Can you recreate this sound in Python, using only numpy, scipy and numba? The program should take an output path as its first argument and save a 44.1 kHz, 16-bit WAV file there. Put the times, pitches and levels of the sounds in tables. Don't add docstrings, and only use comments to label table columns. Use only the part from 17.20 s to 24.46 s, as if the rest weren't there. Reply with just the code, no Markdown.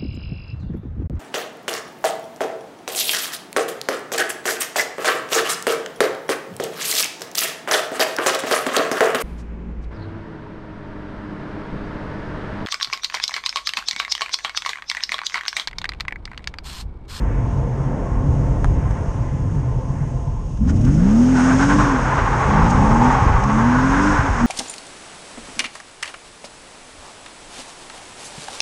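import sys
import numpy as np
from scipy import signal
from scipy.fft import rfft, irfft
from scipy.io import wavfile
from scipy.ndimage import uniform_filter1d
from numba import njit

SR = 44100
rng = np.random.default_rng(int(sys.argv[2]) if len(sys.argv) > 2 else 0)


def wrap_up_sound(samples):
    columns = np.atleast_2d(samples).T
    tamed = np.clip(columns, -1, 1)
    steps = np.round(tamed * 32767).astype(np.int16)
    wavfile.write(sys.argv[1], SR, steps)


def volts_from_decibels(level):
    exponent = np.asarray(level, float) / 20
    return 10 ** exponent


N = 320166
T = np.arange(N) / SR

# time in seconds, then levels in dB of wind buffet,
# panel boom, body drumming, rolling roar and air hiss.
DRIVE = [(0, -18.5, -43, -32, -36.5, -61.5), (.3, -21.5, -26, -29.5, -35.5, -59),
         (.65, -24.5, -22, -33, -35.5, -58), (.85, -24, -32, -30, -35.5, -58),
         (1.2, -20.5, -20.5, -29, -36, -57.5), (1.5, -16, -27, -28.5, -37.5, -55.5),
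         (1.65, -18, -27.5, -32, -35.5, -56.5), (2.0, -24.5, -31, -34.5, -37.5, -55.5),
         (2.3, -22, -22.5, -35, -40, -58), (2.7, -26.5, -27, -35.5, -40, -57.5),
         (2.9, -27, -26, -35, -42.5, -58), (3.1, -21.5, -40, -39.5, -43, -59),
         (3.37, -27, -31, -38.5, -47.5, -58), (3.47, -24, -29, -33, -47, -60),
         (3.55, -33, -30, -29.5, -40, -54.5), (3.75, -28, -25, -31, -36, -50),
         (3.9, -30.5, -35, -29, -29.5, -48.5), (4.2, -38, -24, -32.5, -30, -42.5),
         (4.55, -24, -24, -24, -28, -52), (5.0, -24, -28.5, -32, -34.5, -62),
         (5.7, -17, -23, -25, -27.5, -48.5), (6.0, -23, -27.5, -29, -31, -57),
         (6.15, -26, -25, -29, -30, -64), (6.22, -20.5, -24, -33, -33, -58), (6.4, -28, -20, -27, -36, -48),
         (7.26, -22, -37, -33.5, -36, -54.5)]
# frequency in Hz, relative strength in dB per Hz.
BUFFET_COLOUR = [(14, -39), (24, -7), (43, 2), (70, -6), (100, -6), (160, -15.5), (250, -28.5)]
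BODY_COLOUR = [(110, -12.5), (170, -0.5), (200, -0.5), (280, -0.5), (350, -10.5), (500, -11.5)]
ROLL_COLOUR = [(190, -31), (330, -1.5), (495, 0.5), (622, -5), (800, -8), (1100, -9.5), (1300, -11),
               (2000, -17.5), (2900, -30), (4500, -47.5), (5850, -69)]
HISS_COLOUR = [(1800, -11), (2800, 1.5), (4200, -10.5), (5200, -5), (6500, -4), (8000, -7), (9600, -9),
               (10300, -25.5)]
# start in seconds, strength in dB (3 dB above the top rms).
THUDS = [(0.044, -19), (0.903, -12), (1.058, -12), (1.489, -12), (3.067, -34), (3.56, -38), (3.64, -15),
         (3.78, -13), (5.41, -13.5), (5.572, -13.5), (6.37, -21)]
# start in seconds, strength in dB (as for the thuds).
JOLTS = [(0.207, -16), (0.596, -28), (1.032, -24), (1.243, -16), (1.841, -31), (1.985, -12), (2.134, -20.5),
         (2.562, -17.5), (2.679, -18), (2.939, -18.5), (3.057, -20), (3.274, -24)]
THUD_RISE_S, JOLT_RISE_S = 0.026, 0.012
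GUSTY_DB, BUMPY_DB = 1, 1.5
# time in seconds, pitch in Hz.
BOOM_PITCH = [(0, 124.4), (.3, 129.7), (.43, 137.4), (.52, 125.3), (.72, 137), (.95, 126), (1.1, 144),
              (1.28, 134), (1.42, 137.5), (1.7, 127), (1.86, 140.6), (2.0, 117.5), (2.17, 136.2),
              (2.38, 136.6), (2.46, 122.4), (2.62, 129), (2.8, 143), (3.0, 131.7), (3.35, 129.7),
              (4.5, 131.3), (5.38, 137.2), (6.03, 139), (6.18, 123), (6.33, 131.7), (6.45, 117.6),
              (6.65, 135), (7.26, 126)]
BOOM_WIDTH_HZ, BOOM_SKIRT_HZ, BOOM_SKIRT_DB = 18.8, 44.3, -12
BOOM_STEADY_S = 0.12
# pitch in Hz, width of one filter pass in Hz, relative level in dB.
HUM_BANDS = [(505, 70, 3), (682, 20, 4.5), (905, 123, 8.5), (1030, 85, 7)]
HUM_DB, HUM_GAINS_DB_PER_S = -4, 1.28
HUM_SWELL_DB, HUM_DRIFT, BODY_FLICKER_DB = 1.2, 0.015, 1.5

# start in seconds, strength in dB.
STONES = [(1.4446, -9), (1.4549, -21), (1.7095, -24), (3.375, -36), (3.648, -33), (3.749, -33)]
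# pitch in Hz, relative level in dB, time to fall 60 dB in seconds.
PANEL_RINGS = [(1240, 3, 0.006), (835, -11, 0.03), (1010, -11, 0.03), (1600, -12, 0.015),
               (3130, -15, 0.005), (6560, -12, 0.0019), (9000, -14, 0.0022)]

# middle in seconds, level in dB, length in seconds.
SPITS = [(1.709, -51.5, 0.008), (3.375, -55, 0.0072), (3.485, -57, 0.02), (3.503, -49.5, 0.015),
         (3.565, -51, 0.022), (3.615, -48.5, 0.0097), (3.652, -44, 0.0065), (3.75, -51, 0.0068),
         (5.505, -42, 0.01), (6.24, -44, 0.005)]
# frequency in Hz, relative strength in dB per Hz.
GRIT_COLOUR = [(2200, -6.5), (3000, -4.5), (4300, -12.5), (5200, -6), (6500, -7.5), (8000, -10),
               (9200, -14.5), (10000, -26.5)]
# time in seconds, scrub level in dB, grit hiss level in dB.
SLIDE = [(3.4, -54, -71), (3.5, -42, -54.5), (3.58, -62, -75), (3.68, -46.5, -56.5), (3.72, -52, -56.5),
         (4.14, -35, -48), (4.165, -23.5, -42), (4.25, -25, -39), (4.31, -20, -40.5), (4.37, -25.5, -38.5),
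         (4.46, -25, -38.5), (4.59, -22, -38), (4.75, -23.5, -44), (5.15, -20.5, -46), (5.45, -22, -45.5),
         (5.64, -24.5, -45), (5.77, -23.5, -45.5), (5.85, -22, -42), (5.97, -21, -45.5), (6.04, -23, -45.5),
         (6.14, -23, -49.5), (6.23, -24.5, -47.5), (6.5, -23, -47), (6.7, -22, -42), (6.91, -20, -39.5),
         (7.1, -21.5, -46.5), (7.26, -24.5, -43.5)]
# middle in seconds, change in dB, length in seconds.
HOPS = [(3.49, 9, 0.03), (3.67, 12, 0.066), (4.2, 1.5, 0.03), (4.37, -2.5, 0.018), (4.425, 7.5, 0.043),
        (4.47, -4, 0.03), (4.575, -5, 0.02), (4.502, 6.5, 0.026), (4.535, 4, 0.023), (4.612, 3, 0.037),
        (4.923, 2, 0.006), (4.956, 1, 0.006), (5.93, 2, 0.037), (6.24, 3, 0.01), (6.6, 2.5, 0.027)]

# time in seconds, firing rate in Hz, note level in dB.
REVS = [
    [(3.36, 48.3, -45), (3.395, 55, -22), (3.43, 62.1, -21), (3.49, 72.3, -17.5), (3.576, 97.5, -17),
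     (3.656, 124.5, -18.5), (3.794, 165.3, -15.5), (3.89, 202.8, -15), (3.996, 235.6, -11),
     (4.116, 261.2, -15), (4.2, 250.2, -14.5), (4.3, 261, -14.5), (4.45, 278.1, -18.5), (4.61, 298, -19.5),
     (4.69, 280, -21.5), (4.746, 260, -18), (4.808, 239.3, -30.5), (4.95, 230.3, -37)],
    [(5.24, 145.3, -34), (5.36, 154.5, -18), (5.44, 167.3, -20.5), (5.54, 185.3, -25), (5.76, 229.4, -15.5),
     (5.885, 253.6, -18), (5.91, 253, -33), (5.98, 264, -32)],
    [(6.2, 195.6, -32), (6.284, 208.3, -20), (6.476, 237.4, -15), (6.712, 274, -21), (6.882, 298.5, -19.5),
     (7.022, 286, -34), (7.038, 281.7, -22.5), (7.1, 260, -31), (7.158, 236, -31.5), (7.26, 239.2, -9.5)],
]
ORDERS = [1, 2, 3, 4, 5, 7, 8, 9, 10, 11, 12, 13, 14, 15, 16, 18, 20, 22, 24, 27, 30]
ORDERS_DB = [4.5, 2, 3.5, 2, -5.5, -9.5, 3.5, -15, -4, -9.5, 4, -13, -7.5, -18, -1, -5, -6.5, -4, -6.5,
             -5.5, -14]
# frequency in Hz, gain in dB.
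SILENCER = [(20, -9), (45, -6), (90, -6), (150, -8), (200, 0), (260, -1), (290, -5), (315, -10), (350, -18),
            (400, -14), (460, -18), (540, -14)]
SILENCER_TOP_HZ = 450
# start in seconds, end in seconds, level in dB of the uneven-firing
# tones at the start, their level in dB at the end.
THROTTLE = [(3.387, 4.634, -23.5, -27), (5.3, 5.886, -27, -27), (6.227, 6.948, -31.5, -25),
            (7.192, 7.297, -27, -27)]
LIFT_DB, PEDAL_S = -41, 0.046
SHUDDER, SHUDDER_DB = 0.008, 1.1

# frequency in Hz, relative strength in dB per Hz.
SCRUB_COLOUR = [(260, -31), (412, -16), (720, -5.5), (860, 0), (1200, -3), (1600, -7), (2250, -15.5),
                (3300, -28), (4500, -37.5), (6000, -60)]
# pitch in Hz (the low one follows LOW_SQUEAL
# instead), width of one filter pass in Hz, relative level in dB.
TREAD = [(875, 200, -2), (1060, 190, -2), (1450, 300, -5)]
# time in seconds, pitch in Hz.
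LOW_SQUEAL = [(3.4, 867), (4.6, 914), (5.3, 901), (6.15, 890), (6.5, 953), (6.9, 1030), (7.26, 910)]
# time in seconds, then low, middle and high squeal in relative dB.
SQUEAL_BALANCE = [(3.4, -4, -8, 0), (3.52, -4, -9, 0), (3.67, -2, -9, 7.5), (3.9, 16, -15, 3),
                  (4.2, 1.5, -15, 6), (4.32, -11, -2, 5), (4.42, -12, 2, 4.5), (4.6, -15, -2.5, -7),
                  (5.15, -6, -6, -11.5), (5.7, 3.5, -2.5, -20), (5.95, 0.5, -6, -5.5), (6.05, -1, 0, -14),
                  (6.15, 1, -6, -11), (6.25, -3, 0.5, -19), (6.5, -3.5, -4.5, -5), (6.7, -10, -9.5, -6),
                  (6.9, -7.5, -14, -5), (7.26, -12, -7.5, -9.5)]
# pitch in Hz, width of one filter pass in Hz, relative level in dB.
ARCH = [(407, 77, -15.5), (521, 59, -15.5)]
SQUEAL_FROM_S = 4.4
PATCHY_DB, SQUEAL_STEADY_S = 1.2, 0.1

# start in seconds, strength in dB, pitch in Hz,
# time for the ring to fall 60 dB in seconds.
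POPS = [(4.98, 1.5, 95.5, 0.018), (5.015, -15, 97, 0.29), (5.89, -19, 60.4, 0.12), (6.02, -0.5, 111, 0.047),
        (6.064, 6, 60, 0.034), (6.0945, -1, 95, 0.033), (6.103, -3.5, 59.6, 0.044), (6.144, 3, 46, 0.05),
        (6.954, -12, 63.6, 0.08), (6.991, -1, 102, 0.045), (7.085, -12, 89.4, 0.22)]
# pitch in Hz, width in Hz, boost in dB.
HOUSING = [(5590, 980, 5), (6525, 320, 8.5)]


def unit(x):
    return x / np.sqrt(np.mean(x ** 2))


def columns(table):
    s, *cols = np.transpose(table)
    return [np.interp(T, s, c) for c in cols]


def colour(points, hz):
    f, db = np.transpose(points)
    return np.interp(np.log(hz), np.log(f), db)


@njit
def svf(x, hz, width):
    y, band, low = np.empty(len(x)), 0., 0.
    for i in range(len(x)):
        g, k = np.tan(np.pi * hz[i] / SR), width / hz[i]
        v = (band + g * (x[i] - low)) / (1 + g * (g + k))
        band, low, y[i] = 2 * v - band, low + 2 * g * v, k * v
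    return y


def walk(rate):
    k = int(SR / rate)
    held = np.repeat(rng.standard_normal(N // k + 1), k)
    return unit(uniform_filter1d(uniform_filter1d(held, k), k)[:N])


def noise(points, flicker_db, rate):
    f = np.maximum(np.fft.rfftfreq(N, 1 / SR), 1)
    spectrum = rfft(rng.standard_normal(N)) * volts_from_decibels(colour(points, f))
    octave = np.log2(f)
    lowest, highest = int(np.log2(points[0][0])), int(np.log2(points[-1][0])) + 1
    out = 0
    for centre in range(lowest, highest + 1):
        band = irfft(spectrum * np.clip(1 - abs(octave - centre), 0, 1), N)
        out = out + band * volts_from_decibels(flicker_db * walk(rate))
    return unit(out)


def resonances(x, modes, drift, rate):
    out = []
    for hz, width, db in modes:
        centre = hz * (1 + drift * walk(rate))
        once = svf(x, centre, 1. * width)
        out.append(volts_from_decibels(db) * unit(svf(once, centre, 1. 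* width)))
    return out


def even(x, s):
    k = int(s * SR)
    power = uniform_filter1d(uniform_filter1d(x ** 2, k), k)
    return unit(x / np.sqrt(power + .05))


def swells(table, rise_s):
    out = 0
    for s, db in table:
        age = np.maximum(T - s, 0) / rise_s
        out = out + volts_from_decibels(db) / np.sqrt(2) * age * np.exp(1 - age)
    return out


def bumps(table, gain):
    return sum(gain(db) * np.exp(-.5 * ((T - s) / (length / 2)) ** 2) for s, db, length in table)


def ring(t, hz, t60):
    return np.sin(2 * np.pi * hz * t) * np.exp(-np.log(1000) * t / t60)


def add(out, s, sound):
    i = int(s * SR)
    out[i:i + len(sound)] += sound[:N - i]


def wind(wind_db, hiss_db):
    gusts = volts_from_decibels(wind_db + GUSTY_DB * walk(17))
    level = np.hypot(gusts, swells(THUDS, THUD_RISE_S))
    buffet = even(noise(BUFFET_COLOUR, 0.16, 9.6), 0.12)
    return level * buffet + volts_from_decibels(hiss_db) * noise(HISS_COLOUR, 1.0, 15)


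def panel_boom(boom_db):
    shake = np.hypot(volts_from_decibels(boom_db + BUMPY_DB * walk(14)), swells(JOLTS, JOLT_RISE_S))
    hz, = columns(BOOM_PITCH)
    modes = [(hz, BOOM_WIDTH_HZ, 0), (hz.mean(), BOOM_SKIRT_HZ, BOOM_SKIRT_DB)]
    boom = sum(resonances(rng.standard_normal(N), modes, 0.009, 7.7))
    return shake * even(boom, BOOM_STEADY_S)


def body_drumming(body_db):
    return volts_from_decibels(body_db) * noise(BODY_COLOUR, BODY_FLICKER_DB, 14)


def rolling_tyres(roll_db):
    sliding = np.clip((T - SLIDE[0][0]) / 0.29, 0, 1)
    hum_db = roll_db + HUM_DB + HUM_GAINS_DB_PER_S * T + HUM_SWELL_DB * walk(4.58)
    hum = unit(sum(resonances(rng.standard_normal(N), HUM_BANDS, HUM_DRIFT, 4.95)))
    return volts_from_decibels(hum_db) * (1 - sliding) * hum + volts_from_decibels(roll_db) * noise(ROLL_COLOUR, 2.2, 10.0)


def stones():
    out, t = np.zeros(N), np.arange(SR // 20) / SR
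    push = 1 - np.exp(-t / 0.0003)
    tick = push * sum(volts_from_decibels(db) * ring(t, hz, t60) for hz, db, t60 in PANEL_RINGS)
    for s, db in STONES:
        add(out, s, volts_from_decibels(db) * tick)
    return out


def grit(on, bite_db, grip_db):
    hiss_db = columns(SLIDE)[1]
    hiss = on * volts_from_decibels(hiss_db + 0.3 * bite_db + 0.5 * grip_db)
    return (hiss + bumps(SPITS, volts_from_decibels)) * noise(GRIT_COLOUR, 0.85, 22)


def uneven_firing_db():
    out = LIFT_DB
    for a, b, *db in THROTTLE:
        pedal = np.clip(np.minimum(T - a, b - T) / PEDAL_S + .5, 0, 1)
        out = out + (np.interp(T, [a, b], db) - LIFT_DB) * pedal
    return out


def engine():
    out = np.zeros(N)
    waver = [volts_from_decibels((1.0 + .1 * k) * walk(14)) for k in ORDERS]
    phases = rng.uniform(0, 2 * np.pi, len(ORDERS_DB))
    scatter = volts_from_decibels(0.5 * walk(35) + SHUDDER_DB * walk(14))
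    shudder = 1 + SHUDDER * walk(18)
    uneven_db = uneven_firing_db()
    for rev in REVS:
        hz, note_db = columns(rev)
        on = np.clip(np.minimum(T - rev[0][0], rev[-1][0] + 0.03 - T) / 0.04, 0, 1)
        cycle = 2 * np.pi * np.cumsum(hz * shudder) / SR / 6
        sound = volts_from_decibels(note_db) * scatter * np.sin(6 * cycle)
        for k, db, w, phase in zip(ORDERS, ORDERS_DB, waver, phases):
            order_hz = hz[::64] * k / 6
            passed = volts_from_decibels(colour(SILENCER, order_hz)) / (1 + (order_hz / SILENCER_TOP_HZ) ** 20)
            passed = np.repeat(passed, 64)[:N]
            sound += volts_from_decibels(uneven_db + db) * passed * w * np.sin(k * cycle + phase)
        out += np.sqrt(2) * on * sound
    return out


def squeals(slips):
    low = (columns(LOW_SQUEAL)[0], *TREAD[0][1:])
    tones = resonances(slips, [low] + TREAD[1:], .015, 14)
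    out = 0
    for db, tone in zip(columns(SQUEAL_BALANCE), tones):
        out = out + volts_from_decibels(db + PATCHY_DB * walk(25)) * even(tone, SQUEAL_STEADY_S)
    return out * np.clip((T - SQUEAL_FROM_S) / 0.19, .3, 1)


def sliding_tyres(on, bite_db, grip_db):
    scrub_db = columns(SLIDE)[0]
    judder = volts_from_decibels(2.0 * walk(70))
    slips = rng.standard_normal(N) * judder
    scrub = volts_from_decibels(-2.0) * np.sqrt(judder) * noise(SCRUB_COLOUR, 0.41, 30)
    arch = sum(resonances(slips, ARCH, 0.0061, 8.3))
    return on * volts_from_decibels(scrub_db + bite_db + grip_db) * (scrub + squeals(slips) + arch)


def pops():
    out, t = np.zeros(N), np.arange(SR // 4) / SR
    push = 1 - np.exp(-t / 0.0015)
    for s, db, hz, t60 in POPS:
        pipe = ring(t, hz, t60) + 0.34 * ring(t, 2.3 * hz, 0.49 * t60)
        add(out, s, volts_from_decibels(db) * pipe * push)
    return out


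def scene():
    wind_db, boom_db, body_db, roll_db, hiss_db = columns(DRIVE)
    driving = wind(wind_db, hiss_db) + panel_boom(boom_db) + body_drumming(body_db) + rolling_tyres(roll_db)
    on = np.clip((T - SLIDE[0][0]) / 0.045, 0, 1)
    bite_db = bumps(HOPS, float)
    grip_db = 0.3 * walk(11)
    sliding = grit(on, bite_db, grip_db) + sliding_tyres(on, bite_db, grip_db)
    return (driving + stones() + sliding + engine() + pops())[None]


def band_limit(x):
    return signal.sosfilt(signal.butter(12, 10600, fs=SR, output="sos"), x)


def record(dry):
    x = dry[0]
    for hz, width, db in HOUSING:
        x = x + (volts_from_decibels(db) - 1) * svf(x, np.full(N, 1. * hz), 1. * width)
    x = signal.sosfilt(signal.butter(4, 24, "high", fs=SR, output="sos"), x)
    x = np.tanh(x) / 0.94
    x = signal.sosfilt(signal.butter(10, 9900, fs=SR, output="sos"), x)
    return band_limit(x[None])


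dry = scene()
out = record(dry)
wrap_up_sound(out)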